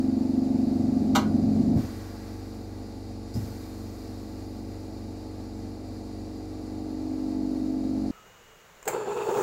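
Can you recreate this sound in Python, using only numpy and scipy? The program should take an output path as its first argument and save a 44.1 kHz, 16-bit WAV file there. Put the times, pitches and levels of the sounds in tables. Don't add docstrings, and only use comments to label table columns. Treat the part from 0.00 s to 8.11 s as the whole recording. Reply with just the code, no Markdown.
import sys
import numpy as np
from scipy import signal
from scipy.fft import rfft, irfft
from scipy.io import wavfile

SR = 44100
rng = np.random.default_rng(int(sys.argv[2]) if len(sys.argv) > 2 else 0)


def dump(signal):
    limited = np.clip(np.atleast_2d(signal).T, -1, 1)
    pcm = np.round(limited * 32767).astype(np.int16)
    wavfile.write(sys.argv[1], SR, pcm)


N = 357651
TIME = np.arange(N) / SR

# (order [multiple of shaft speed], level [dB])
IDLE_HARMONICS = [(1, -68), (2, -1.5), (3, -7), (4, 2.5), (5, -11.5), (6, -22.5), (7, -21), (8, -12.5),
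                  (9, -8.5), (10, -19.5), (11, -1.5), (12, -23), (13, -2), (14, -7), (15, -12), (16, -18),
                  (17, -15), (18, -22.5), (19, -7), (20, -31), (21, -18.5), (22, -32.5), (23, -14),
                  (24, -24.5), (25, -36), (26, -45), (27, -24.5), (28, -27), (29, -17.5), (30, -28.5),
                  (31, -43), (32, -19), (33, -23.5)]
BED_A_HARMONICS = [(1, -48), (2, -20.5), (3, -20.5), (4, -9.5), (5, -12.5), (6, -31), (7, -10), (8, -24.5),
                   (9, 1.5), (10, 0.5), (11, 2.5), (12, -12), (13, -10.5), (14, -8), (15, -22.5), (16, -25),
                   (17, -19.5), (18, -43.5), (19, -26.5), (20, -23), (21, -37), (22, -25), (23, -23),
                   (24, -28.5), (25, -22.5), (26, -25), (27, -24.5), (28, -39.5), (29, -23), (30, -23.5),
                   (31, -29.5), (32, -46), (33, -25.5)]
BED_B_HARMONICS = [(1, -47), (2, -12.5), (3, -21), (4, -16.5), (5, -20), (6, -34.5), (7, -22.5), (8, -30),
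                   (9, -8), (10, -19), (11, 4), (12, -25), (13, 2), (14, -22), (15, -17.5), (16, -24),
                   (17, -17), (18, -39.5), (19, -17), (20, -62), (21, -42), (22, -27.5), (23, -23),
                   (24, -26), (25, -34), (26, -51.5), (27, -44), (28, -20), (29, -23.5), (30, -31.5),
                   (31, -45), (32, -30), (33, -30.5)]
# (valve opens [s], strain midpoint [s], swell time [s], vents [s],
# motor sag when full [rpm], deepening when full [dB], roar when full [dB])
BED_CYCLES = [(-3.5, -0.73, 0.48, 1.755, 19.6, 14.5, -23.5), (3.5, 7, 0.26, 8.65, 14, 17, -36)]
# (frequency [Hz], relative density [dB])
RUSH_SPECTRUM = [(25, -30), (50, -9), (110, -14), (160, -15), (205, -9.5), (245, 3), (290, -12), (420, -6),
                 (490, -12), (700, -11), (860, -14.5), (1020, -25), (1700, -64)]
FLAME_SPECTRUM = [(1000, -1.5), (1170, 5.5), (1450, -1), (2400, -2.5), (3000, -8), (3450, -8.5),
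                  (3750, -3.5), (4700, 1.5), (5700, -4.5), (7500, -5.5), (8300, -12.5), (11300, -13),
                  (13500, -18), (15700, -19)]
THUMP_SPECTRUM = [(35, -30), (60, -7), (95, 6), (120, 7.5), (150, -12), (230, 1), (330, -16), (700, -26),
                  (1200, -43), (2500, -54)]
EXHAUST_SPECTRUM = [(500, 10), (1200, 14.5), (2100, 8.5), (3000, 0), (4800, 5.5), (7400, 1), (8400, -2.5),
                    (10500, -6), (11800, -1), (15500, -6)]
SPIT_SPECTRUM = [(3500, -6), (4600, -12), (5400, 3), (6500, -3), (7600, 1), (8500, -10), (12000, -5),
                 (15200, -8)]
CRACK_SPECTRUM = [(300, -7), (550, -8), (900, -3), (1500, -4), (1750, -20), (2200, -10.5), (3000, -13.5),
                  (4300, -6), (4700, -15), (5900, -12.5), (7400, -16.5), (8100, -20.5), (10800, -28.5),
                  (11800, -19.5), (15700, -29)]
# (time [s], thump [dB], hiss [dB], hiss t60 [s], hiss tilt [dB/octave], hiss rise [s])
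VENTINGS = [(1.756, -22.5, -48, 4, 0, 0.017), (3.351, -24.5, -53.5, 6.1, 2, 0.0024)]
# (frequency [Hz], level [dB])
LOW_ROOM_MODES = [(72, -1), (94, -6.5), (117, 0.5), (235, -1.5)]
# (time [s], level [dB])
CLACK_CONTACTS = [(1.1495, -2.5), (1.152, -0.5), (1.157, 4), (1.163, 0.5), (1.176, -15)]
# (frequency [Hz], level [dB], t60 [s])
CLACK_MODES = [(608, -3.5, 0.2), (750, -3, 0.13), (797, 5, 0.15), (965, -2, 0.22), (980, -3.5, .15),
               (1245, -6.5, 0.2), (1259, -6, 0.22), (1355, -4, .14), (1540, -3, 0.13), (2006, -13, 0.22),
               (2400, -28, .15), (2820, -7, 0.15), (3000, -11, 0.19), (3150, -11, .14), (3718, -2, 0.1),
               (4190, -13, 0.23), (4370, -14, 0.15), (5830, -6, 0.092), (7400, -15, .13), (7400, -12, 0.11)]
# (frequency [Hz], level [dB])
HUM_TONES = [(99.2, -57), (213.6, -49), (861, -69), (1195, -74), (2013, -81), (4172, -75), (4646, -76),
             (7025, -86)]
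# (frequency [Hz], t60 [s])
ROOM_DECAY = [(100, .3), (800, 0.41), (4000, 0.2), (9000, 0.19), (15000, 0.13)]


def compressor(turns, load_a, load_b, deep_db, waver_db=.5, uneven_db=0.3, pivot_order=9.33):
    states = zip(minimum_phase(IDLE_HARMONICS, gain_db=-45.5),
                 minimum_phase(BED_A_HARMONICS, gain_db=-29.5),
                 minimum_phase(BED_B_HARMONICS, gain_db=-33.5))
    strength_db = uneven_db * load_a * drift(4.5)
    out = np.zeros(N)
    for order, (idle, bed_a, bed_b) in enumerate(states, 1):
        lateness = np.clip((11.4 / order) ** 3.9, 0.65, 1.8)
        log_gain = idle + load_a * (bed_a - idle) + load_b ** lateness * (bed_b - idle)
        shift_db = deep_db * np.tanh(pivot_order - order) * np.exp(-((order - pivot_order) / 7) ** 2)
        lag = np.arctan((order - 4.53) / 0.31) / np.pi
        scatter = rng.uniform(-0.58, 0.53) * min(order / 24, 1) ** 3
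        partial = np.exp(log_gain + 2j * np.pi * (order * turns - lag + scatter)).real
        out += from_db(strength_db + shift_db + waver_db * drift(5.2)) * partial
    return np.sqrt(2) * out


def minimum_phase(harmonics, gain_db):
    log_gain = (np.maximum(np.transpose(harmonics)[1], -40) + gain_db) * np.log(10) / 20
    mirrored = np.concatenate([log_gain[:1], log_gain, log_gain[-2::-1]])
    return np.conj(signal.hilbert(mirrored))[1:len(harmonics) + 1]


def sieve_bed(opens_s, strains_s, swell_s, vents_s, fill_s=2.3, climb_s=2.08, creep_share=0.098):
    held = np.exp(-np.maximum(TIME - vents_s - .025, 0) / 0.062)
    filled = 1 - np.exp(-np.maximum(TIME - opens_s, 0) / fill_s)
    strain = creep_share * filled + (1 - creep_share) / (1 + np.exp((strains_s - TIME) / swell_s))
    climb = np.clip(1 - (vents_s - TIME) / climb_s, 0, 1)
    return held * filled, held * strain, held * climb


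def pressure_cycle(idle_rpm=1444.8, thin_db=-4, idle_roar_db=-55.5, roar_rise_db=19):
    rpm, roar_gain = idle_rpm, from_db(idle_roar_db)
    loads, fullness, deep_db = np.zeros((2, N)), 0, 0
    for bed, (*timing, sag_rpm, full_deep_db, full_roar_db) in enumerate(BED_CYCLES):
        filled, strain, climb = sieve_bed(*timing)
        fullness += filled
        rpm -= sag_rpm * filled
        loads[bed] += strain * (1 - 0.17 * climb ** 2)
        loads[1 - bed] += 0.44 * climb ** 2
        deep_db += thin_db * strain + full_deep_db * climb ** 2
        roar_gain += strain * from_db(full_roar_db + roar_rise_db * (climb - 1))
    load_a, load_b = np.maximum(loads, 0)
    return rpm, fullness, load_a, load_b, deep_db, 20 * np.log10(roar_gain)


def flow_stall(turns, load, depth=0.43, at_turns=0.876, width_turns=0.1):
    offset = (turns - at_turns + .5) % 1 - .5
    return 1 - depth * load * np.exp(-(offset / width_turns) ** 2)


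def roar(turns, level_db, pulsing=0.095, centre_hz=240, width_hz=50, rumble_db=-15):
    puffs = (1 + pulsing * np.cos(2 * np.pi * (turns - .1))) * rng.standard_normal(N)
    boom = signal.lfilter(*signal.iirpeak(centre_hz, centre_hz / width_hz, SR), puffs)
    muffled = signal.sosfilt(signal.butter(3, [130, 340], "band", fs=SR, output="sos"), boom)
    rumble = signal.sosfilt(signal.butter(2, [85, 130], "band", fs=SR, output="sos"), puffs)
    return from_db(level_db) * (unit_rms(muffled) + from_db(rumble_db) * unit_rms(rumble))


def casing_buzz(turns, load, level_db=-67, load_db=3, db_per_octave=-13, uneven_db=4):
    orders = np.arange(len(IDLE_HARMONICS) + 1, 2 * len(IDLE_HARMONICS))
    levels = db_per_octave * np.log2(orders / orders[0]) + uneven_db * rng.standard_normal(len(orders))
    partials = sum(from_db(db) * np.cos(2 * np.pi * (order * turns + rng.random()))
                   for order, db in zip(orders, levels))
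    return from_db(level_db + load_db * load) * unit_rms(partials)


def flame(load_a, load_b, level_db=-57, flutter_db=0.5, jet_hz=4680, jet_width_hz=420, whistle_db=-15):
    nozzle = signal.iirpeak(jet_hz, jet_hz / jet_width_hz, SR)
    whistle = unit_rms(signal.lfilter(*nozzle, signal.lfilter(*nozzle, rng.standard_normal(N))))
    hiss = unit_rms(noise(FLAME_SPECTRUM) + from_db(whistle_db) * whistle)
    return hiss * from_db(level_db + 2.5 * load_a + 1.35 * load_b + flutter_db * drift(7.3))


def vents(spit_s=3.338, spit_db=-52, mode_db=-4):
    out = from_db(spit_db) * noise(SPIT_SPECTRUM) * burst(spit_s, rise_s=0.0021, t60=0.58)
    for start_s, thump_db, hiss_db, hiss_t60, tilt_db, rise_s in VENTINGS:
        age = TIME - start_s - .006
        modes = sum(from_db(db) * np.sin(2 * np.pi * hz * age) for hz, db in LOW_ROOM_MODES)
        out += from_db(thump_db + mode_db) * modes * burst(start_s, rise_s=.003, t60=0.39)
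        out += from_db(thump_db) * noise(THUMP_SPECTRUM) * burst(start_s, rise_s=0.0031, t60=0.47)
        out += from_db(hiss_db) * noise(EXHAUST_SPECTRUM, tilt_db) * burst(start_s, rise_s, hiss_t60)
    return out


def valve_squeak(start_s=3.338, length_s=.036, start_hz=4700, end_hz=5280, level_db=-47, room_db=-6):
    age = np.maximum(TIME - start_s, 0)
    glide_hz = end_hz + (start_hz - end_hz) * np.exp(-age / 0.0132)
    wobbling_hz = glide_hz * (1 + .02 * drift(420))
    release = np.exp(-np.maximum(age - length_s, 0) / .005)
    envelope = burst(start_s, rise_s=0.0019, t60=0.21) * release
    whistle = from_db(level_db) * envelope * np.sin(2 * np.pi * np.cumsum(wobbling_hz) / SR)
    return np.sqrt(2) * (whistle + from_db(room_db) * reverberation(whistle))


def clack(crack_db=-25, ring_db=-22, room_db=-2):
    power = sum((from_db(db) * burst(start_s, rise_s=0.00053, t60=0.046)) ** 2
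                for start_s, db in CLACK_CONTACTS)
    crack = noise(CRACK_SPECTRUM) * np.sqrt(power)
    struck_s = CLACK_CONTACTS[1][0]
    ring = np.zeros(N)
    for hz, db, t60 in CLACK_MODES:
        mode = np.sin(2 * np.pi * (hz * TIME + rng.random()))
        ring += from_db(ring_db + db) * burst(struck_s, rise_s=0.0061, t60=t60) * mode
    return from_db(crack_db) * (crack + from_db(room_db) * reverberation(crack)) + ring


def air_rush(turns, load_a, load_b, fullness, level_db=-48.6, pulsing=0.09):
    air = noise(RUSH_SPECTRUM) * (1 + pulsing * np.cos(2 * np.pi * (turns - .3)))
    return air * from_db(level_db + 3.5 * load_a + 2.0 * load_b + 2.5 * fullness)


def hum(wander_rad=.35):
    tones = sum(from_db(db) * np.sin(2 * np.pi * (hz * TIME + rng.random()) + wander_rad * drift(0.73))
                for hz, db in HUM_TONES)
    return np.sqrt(2) * tones


def standing_waves(x, depth_db=2.45, spacing_hz=45):
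    hz = np.fft.rfftfreq(N, 1 / SR)
    ripple = np.interp(hz / spacing_hz, np.arange(2000), rng.standard_normal(2000))
    return irfft(rfft(x) * from_db(depth_db * ripple * hz / (hz + 500)), N)


def reverberation(x):
    hz, age, spectra = signal.stft(rng.standard_normal(SR // 2), SR, nperseg=256)
    decay = from_db(-60 * age / value_at(ROOM_DECAY, hz)[:, None])
    tail = signal.istft(spectra * decay, SR, nperseg=256)[1]
    return signal.fftconvolve(x, tail / np.linalg.norm(tail))[:N]


def noise(spectrum, tilt_db=0):
    hz = np.fft.rfftfreq(N, 1 / SR) + 1
    octaves_outside = abs(np.log2(hz / np.clip(hz, spectrum[0][0], spectrum[-1][0])))
    gain = from_db(value_at(spectrum, hz) + tilt_db * np.log2(hz) - 20 * octaves_outside)
    return unit_rms(irfft(rfft(rng.standard_normal(N)) * gain, N))


def drift(rate_hz):
    hz = np.fft.rfftfreq(N, 1 / SR)
    return unit_rms(irfft(rfft(rng.standard_normal(N)) / (1 + (hz / rate_hz) ** 4), N))


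def burst(start_s, rise_s, t60):
    age = np.maximum(TIME - start_s, 0)
    return (1 - np.exp(-age / rise_s)) * from_db(-60 * age / t60)


def value_at(table, hz):
    table_hz, values = np.transpose(table)
    return np.interp(np.log(hz + 1), np.log(table_hz + 1), values)


def from_db(db):
    return 10 ** (np.asarray(db) / 20)


def unit_rms(x):
    return x / np.sqrt(np.mean(x ** 2) + 1e-20)


def scene(first_stroke_s=.0415):
    rpm, fullness, load_a, load_b, deep_db, roar_db = pressure_cycle()
    turns = np.cumsum(rpm) / (60 * SR)
    turns -= np.interp(first_stroke_s, TIME, turns)
    throb = compressor(turns, load_a, load_b, deep_db) * flow_stall(turns, load_a)
    machine = throb + roar(turns, roar_db) + casing_buzz(turns, load_a + load_b)
    flow = air_rush(turns, load_a, load_b, fullness)
    air = standing_waves(flow + hum() + flame(load_a, load_b) + vents())
    return (machine + air + valve_squeak() + clack())[None]


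def record(dry, cutoff_hz=15750):
    lowpass = signal.firwin(1023, cutoff_hz, window=("kaiser", 9), fs=SR)
    return signal.oaconvolve(dry, lowpass[None], "same")


dry = scene()
out = record(dry)
dump(out)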